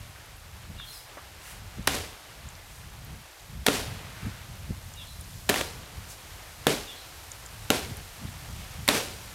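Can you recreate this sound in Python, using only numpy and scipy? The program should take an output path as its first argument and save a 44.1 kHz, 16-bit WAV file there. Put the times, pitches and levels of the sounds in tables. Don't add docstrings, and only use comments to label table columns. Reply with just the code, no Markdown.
import sys
import numpy as np
from scipy import signal
from scipy.fft import rfft, irfft, next_fast_len
from scipy.io import wavfile
from scipy.ndimage import uniform_filter1d

SR = 44100
rng = np.random.default_rng(int(sys.argv[2]) if len(sys.argv) > 2 else 0)


def int16_out(signal):
    q = np.round(np.clip(np.atleast_2d(signal).T, -1, 1) * 32767)
    wavfile.write(sys.argv[1], SR, q.astype(np.int16))


N = 411894
TIME = np.arange(N) / SR

# (frequency [Hz], relative level [dB], t60 when struck [s])
TRUNK_MODES = [(167, -36, .06), (232, -13, 0.079), (283, -12, 0.12), (418, -8, 0.02), (595, -15, 0.1),
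               (748, -11.5, 0.035), (925, -34.5, 0.052), (1382, -18.5, 0.089)]
# (time [s], echo level [dB], time for the gain to recover [s], bass of the early echo [dB])
BLOWS = [(1.874, -24, 0.07, -8.5), (3.672, -22.5, 0.077, 0), (5.498, -23.5, 0.082, -1),
         (6.670, -23, 0.041, 6), (7.704, -24, 0.047, 3), (8.888, -20, 0.067, -4.5)]


def from_db(db):
    return 10 ** (np.asarray(db) / 20)


def rms_one(x):
    return x / np.sqrt(np.mean(x ** 2) + 1e-20)


def at_hz(points, hz):
    points = np.array(points)
    return np.interp(np.log(hz), np.log(points[:, 0]), points[:, 1])


def in_time(rows):
    s, *columns = np.transpose(rows)
    return [np.interp(TIME, s, column) for column in columns]


def add(out, s, x):
    at = round(s * SR) + np.arange(len(x))
    inside = (at >= 0) & (at < N)
    out[at[inside]] += x[inside]


def coloured(x, spectrum, tilt_db=0):
    size = next_fast_len(len(x) // 2 + 1) * 2
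    hz = np.maximum(np.fft.rfftfreq(size, 1 / SR), 1)
    octaves = np.log2(np.maximum(hz, 500) / 2000)
    gain = from_db(at_hz(spectrum, hz) + tilt_db * octaves)
    cepstrum = irfft(np.log(gain))
    cepstrum[1:size // 2] *= 2
    cepstrum[size // 2 + 1:] = 0
    response = np.exp(rfft(cepstrum))
    return irfft(rfft(x, size) * response)[:len(x)]


def resonance(x, hz, width_hz):
    r = np.exp(-np.pi * width_hz / SR)
    zeros = np.array([1, 0, -1]) * (1 - r * r) / 2
    poles = [1, -2 * r * np.cos(2 * np.pi * hz / SR), r * r]
    return signal.lfilter(zeros, poles, x)


def split(x, hz):
    return [signal.sosfilt(signal.butter(2, hz, kind, fs=SR, output="sos"), x)
            for kind in ("low", "high")]


def grainy(size, grain_db=2):
    grains = np.repeat(rng.standard_normal(size // 32 + 1), 32)[:size]
    return rms_one(rng.standard_normal(size) * from_db(grain_db * grains))


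def ring(t, hz, t60):
    return -np.sin(2 * np.pi * hz * t) * from_db(-60 * t / t60)


def flutter():
    knots = TIME[::SR // 20]
    return np.interp(TIME, knots, rng.standard_normal(len(knots)))


def wind(breeze_db=-1, gust_gain=1.31, calm_gain=0.27, lumps_db=2.5):
    # (frequency [Hz], density [dB per Hz])
    rumble_colour = [(15, -20), (30, -2.5), (55, -2), (90, 0), (140, -6), (200, -12.5), (300, -25),
                     (600, -43), (2000, -82)]
    # (time [s], level [dB])
    breeze = [(0.0, -41.5), (0.13, -53), (0.8, -44.5), (0.96, -58), (2.0, -40.5), (2.18, -61.5),
              (2.47, -43), (2.52, -52), (3.17, -44), (3.33, -68), (3.54, -42), (4.66, -46), (4.71, -33.5),
              (4.81, -48.5), (5.62, -43), (6.47, -52), (6.74, -40.5), (6.92, -57), (7.93, -42), (8.17, -55),
              (8.22, -42), (9.34, -45.5)]
    # (time of peak [s], peak level [dB], time from peak to 1/e [s])
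    buffets = [(0.707, -42, 0.017), (1.793, -33, 0.015), (3.119, -42, 0.05), (4.26, -31, 0.036),
               (4.708, -28.5, 0.014), (7.907, -35, 0.016), (8.248, -36, 0.045)]
    # (frequency [Hz], density [dB per Hz])
    buffet_colour = [(20, -26), (60, -0.5), (120, 6.5), (200, -3), (300, -11), (500, -25), (2000, -76)]

    level_db, = in_time(breeze)
    mean_db = level_db.mean()
    gust_db = level_db - mean_db
    rumble = rms_one(coloured(rng.standard_normal(N), rumble_colour))
    deep, upper = split(rumble, 45.0)
    steady = deep * from_db(calm_gain * gust_db)
    lumpy = upper * from_db(gust_gain * gust_db + lumps_db * flutter())
    out = from_db(mean_db + breeze_db) * (steady - lumpy)

    t = TIME[:SR] - 1 / 2
    for s, db, half in buffets:
        push = np.exp(-(t / half) ** 2)
        eddy = rms_one(coloured(rng.standard_normal(SR) * push, buffet_colour))
        add(out, s - 1 / 2, from_db(db) * eddy * np.sqrt(np.mean(push ** 2)))
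    return out


def leaves(rustle_db=1, hiss_db=0, flutter_db=0.97):
    # (frequency [Hz], density [dB per Hz])
    foliage_colour = [(180, -31), (300, -3), (354, -4.5), (624, -1), (749, 0), (814, -0.5), (2650, -3),
                      (3520, -3.5), (4590, -3.5), (6740, -4.5), (13800, -7.5), (16000, -21.5)]
    # (time [s], rustle level [dB], fine hiss level [dB])
    rustle = [(0.0, -52, -54), (0.31, -53, -55.5), (1.95, -51, -54.5), (3.59, -53.5, -54.5),
              (3.9, -47, -53.5), (4.71, -53, -53), (5.49, -54.5, -50), (5.65, -49, -55),
              (6.06, -50.5, -51.5), (9.34, -49.5, -49.5)]

    rush_db, fine_db = in_time(rustle)
    rush, _ = split(coloured(grainy(N, grain_db=1), foliage_colour), 3420)
    _, fine = split(coloured(grainy(N, grain_db=1.5), foliage_colour), 3240)
    rush_gain = from_db(rush_db + rustle_db + flutter_db * flutter())
    return rush_gain * rms_one(rush) + from_db(fine_db + hiss_db) * rms_one(fine)


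def whistle(length, start_hz, end_hz, waver):
    size = int(length * SR)
    wobble = rms_one(uniform_filter1d(rng.standard_normal(SR // 4), size=70))[:size]
    hz = np.linspace(start_hz, end_hz, size) * (1 + waver * wobble)
    phase = 2 * np.pi * np.cumsum(hz) / SR
    return signal.windows.tukey(size, .5) * np.sin(phase)


def birds(waver=0.0333, echo_t60=0.47, direct_db=-5, echo_db=-2):
    # (time [s], level [dB], loss for each octave a note starts above the first [dB])
    phrases = [(.772, -41.5, 12), (4.962, -43, 45), (6.86, -42.5, 33)]
    # (delay [s], start frequency [Hz], end frequency [Hz], relative level [dB])
    notes = [(0, 3940, 3080, 0), (-.012, 2880, 2720, -7.5), (.088, 4330, 3860, 0), (.14, 5450, 4800, 1.5)]

    note_s = .08
    song, lead_hz = np.zeros(N), notes[0][1]
    for s, db, fade_db in phrases:
        for delay, start_hz, end_hz, note_db in notes:
            octaves = max(np.log2(start_hz / lead_hz), 0)
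            note = whistle(note_s, start_hz, end_hz, waver)
            add(song, s + delay, from_db(db + note_db - octaves * fade_db) * note)
    t = TIME[:SR // 2]
    foliage = rng.standard_normal(SR // 2) * from_db(-60 * t / echo_t60)
    blurred = signal.fftconvolve(song, foliage / np.linalg.norm(foliage))[:N]
    return from_db(direct_db) * song + from_db(echo_db) * blurred


def swishes(relative_width=0.88, grain_db=2.0):
    # (time of peak [s],
    # peak level [dB], standard deviation of the envelope [s], pitch [Hz])
    brushes = [(.944, -49, 0.067, 10000), (1.496, -49.5, .057, 7500), (1.49, -48.5, 0.045, 1800),
               (2.757, -55, .044, 7000), (4.241, -49, .15, 1450), (6.113, -46.5, 0.024, 7000),
               (8.603, -50, 0.045, 2500)]

    out, t = np.zeros(N), TIME[:SR] - 1 / 2
    for s, db, half, hz in brushes:
        brush = rms_one(resonance(grainy(SR, grain_db), hz, hz * relative_width))
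        add(out, s - 1 / 2, brush * from_db(db) * np.exp(-(t / half) ** 2 / 2))
    return out


def crunches(rows, relative_width):
    out, t = np.zeros(N), TIME[:SR // 4]
    for s, db, hz, t60 in rows:
        width = hz * relative_width
        snaps = rng.choice([-1, 1], len(t))
        crunch = rms_one(resonance(resonance(snaps, hz, width), hz, width))
        add(out, s, crunch * from_db(db - 60 * t / t60))
    return out


def twigs(spread_db=4, lowest_hz=1500, highest_hz=12000):
    # (time [s], initial level [dB], pitch [Hz], t60 [s])
    footfalls = [(.799, -34.5, 1090, .022), (1.169, -38.5, 417, 0.077), (1.171, -42.5, 1150, .16),
                 (8.27, -43, 2480, .06)]
    # (time [s], initial level [dB], pitch [Hz])
    twig_ticks = [(2.488, -38.5, 7000), (3.047, -42, 13500), (4.938, -41, 6700), (5.21, -35, 9900),
                  (7.317, -30.5, 6800), (7.461, -33.5, 6900), (7.969, -37, 11000)]

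    ticks_per_s, tick_db, tick_t60 = 5, -48, 0.016
    faint = []
    for when, size, pitch in rng.random((round(ticks_per_s * N / SR), 3)):
        level_db = tick_db + spread_db * (2 * size - 1)
        hz = lowest_hz * (highest_hz / lowest_hz) ** pitch
        faint.append((when * N / SR, level_db, hz))
    ticks = [(s, db, hz, tick_t60) for s, db, hz in twig_ticks + faint]
    return crunches(footfalls, relative_width=0.84) + crunches(ticks, relative_width=0.33)


def crumbs(crumb_db=-46, spread_db=4, fall_s=0.27, crumb_t60=0.013, count=12):
    out, t = np.zeros(N), TIME[:SR // 20]
    for s, *_ in BLOWS:
        delays = rng.gamma(2, fall_s / 2, count)
        sizes = rng.uniform(-1.3, 1, count)
        pitches = rng.random(count)
        for delay, size, pitch in zip(delays, sizes, pitches):
            hz = 900 * 2 ** (3 * pitch)
            tick = rms_one(resonance(rng.standard_normal(len(t)), hz, hz / 2))
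            add(out, s + delay, tick * from_db(crumb_db + spread_db * size - 60 * t / crumb_t60))
    return out


def woody(x, mode_db=10, width_hz=40):
    modes = sum(from_db(mode_db + db) * resonance(x, hz, width_hz) for hz, db, _ in TRUNK_MODES)
    return rms_one(x + modes)


def forest(early_t60=0.31, far_db=-20, far_t60=2.03, build=1.16):
    # (frequency [Hz], density [dB per Hz])
    early_colour = [(60, -12.5), (150, 2), (280, -4), (450, 0), (800, -3), (1300, -5.5), (3500, -7.5),
                    (6000, -13.5), (12000, -16.5), (16000, -33)]
    tail_colour = [(60, 1), (200, 6), (500, 3.5), (1200, -1.5), (2000, 0.5), (4000, -1), (6000, -4.5),
                   (12000, -9.5), (16000, -22)]
    # (frequency [Hz], t60 [s])
    wood_t60 = [(150, 0.11), (500, 0.49), (2000, 0.4), (5000, 0.46), (14000, 0.44)]

    tail_db = -6
    out, t = np.zeros(N), TIME[:SR]
    centres, t60s = np.transpose(wood_t60)
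    for s, early_db, recovery_s, bass_db in BLOWS:
        near = woody(coloured(grainy(SR, grain_db=0.5), early_colour))
        bass_shelf = [(450, bass_db), (1000, 0)]
        early = coloured(near, bass_shelf) * from_db(early_db - 60 * t / early_t60)

        late = rfft(woody(coloured(grainy(SR, grain_db=2.0), tail_colour), mode_db=6.5))
        log_hz = np.log(np.arange(len(late)) + 1)
        past = np.maximum(t - recovery_s, 0)
        far_decay = from_db(far_db - 60 * past / far_t60)
        tail = np.zeros(SR)
        for share, t60 in zip(np.eye(len(t60s)), t60s):
            band = irfft(late * np.interp(log_hz, np.log(centres), share), SR)
            tail += band * (from_db(-60 * past / t60) + far_decay)
        recovery = np.minimum(t / recovery_s, 1) ** build
        echo = early + from_db(early_db + tail_db) * recovery * tail
        add(out, s, echo * (1 - np.exp(-t / 0.0017)))
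    return out


def axe(crumble_t60=0.008, knock_cycles=17, splinter_cycles=16, mode_spread_db=1.0):
    # (time [s], crack level [dB], length of bite [s],
    # treble tilt [dB per octave], splinter pitch [Hz], knock pitch [Hz], trunk thud level [dB])
    cracks = [(1.8730, -15.5, .0014, 6.5, 5840, 1340, -45), (1.8754, -14.5, 0.002, 2, 1930, 910, -23),
              (3.6643, -13.5, .004, 2.5, 1840, 744, -34), (3.6834, -14.5, 0.0019, 1, 2740, 460, -9.5),
              (5.491, -21, .002, 2, 2490, 1160, -38), (5.493, -16.5, 0.0015, 4.5, 4400, 824, -40),
              (5.4969, -14, 0.0015, 4.5, 1750, 410, -13.5), (5.542, -19.5, 0.00066, 0.5, 2720, 1530, -42),
              (5.5595, -25.5, 0.0013, 2, 1880, 1180, -40), (5.6102, -25, 0.00415, 1, 2300, 940, -40),
              (6.668, -13.5, 0.0025, 2, 3500, 427, -9.5), (7.703, -8.5, 0.00092, 1.5, 3900, 780, -10),
              (8.8786, -17, .0015, 5.5, 2160, 1000, -47), (8.887, -10.5, .0027, 1, 4100, 580, -13)]
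    # (frequency [Hz], density [dB per Hz])
    crack_colour = [(40, -42), (150, -10.5), (600, 10.5), (1200, 1), (2000, 0.5), (3800, -2), (5200, -11.5),
                    (8000, -10.5), (12000, -16), (16000, -19.5)]

    splinter_db, knock_db = 7, -4
    out, t = np.zeros(N), TIME[:SR // 4]
    for s, crack_db, length, tilt_db, splinter_hz, knock_hz, thud_db in cracks:
        bite = from_db(-60 * np.maximum(t - length, 0) / crumble_t60)
        snaps = coloured(rng.choice([-1, 1], len(t)) * bite, crack_colour, tilt_db)
        crack = from_db(crack_db) * rms_one(snaps) * np.sqrt(np.mean(bite ** 2))
        splinter = ring(t, splinter_hz, splinter_cycles / splinter_hz)
        knock = ring(t, knock_hz, knock_cycles / knock_hz)
        thud = np.zeros(len(t))
        for hz, db, t60 in TRUNK_MODES:
            mode_db = thud_db + db + mode_spread_db * rng.standard_normal()
            thud += from_db(mode_db) * ring(t, hz, t60)
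        add(out, s, crack + from_db(crack_db + knock_db) * knock + thud)
        add(out, s + length / 2, from_db(crack_db + splinter_db) * splinter)
    return out


def scene(trunk_low_hz=105):
    _, chops = split(axe() + forest(), trunk_low_hz)
    mono = chops + crumbs() + twigs() + swishes() + birds() + leaves() + wind()
    return np.tile(mono, (2, 1))


def record(dry, top=0.53, low_cut_hz=34, cutoff_hz=15800):
    _, thinned = split(dry, low_cut_hz)
    rounded = top * np.tanh(thinned / top)
    top_cut = signal.ellip(10, .1, 80, cutoff_hz, fs=SR, output="sos")
    return signal.sosfilt(top_cut, rounded)


dry = scene()
out = record(dry)
int16_out(out)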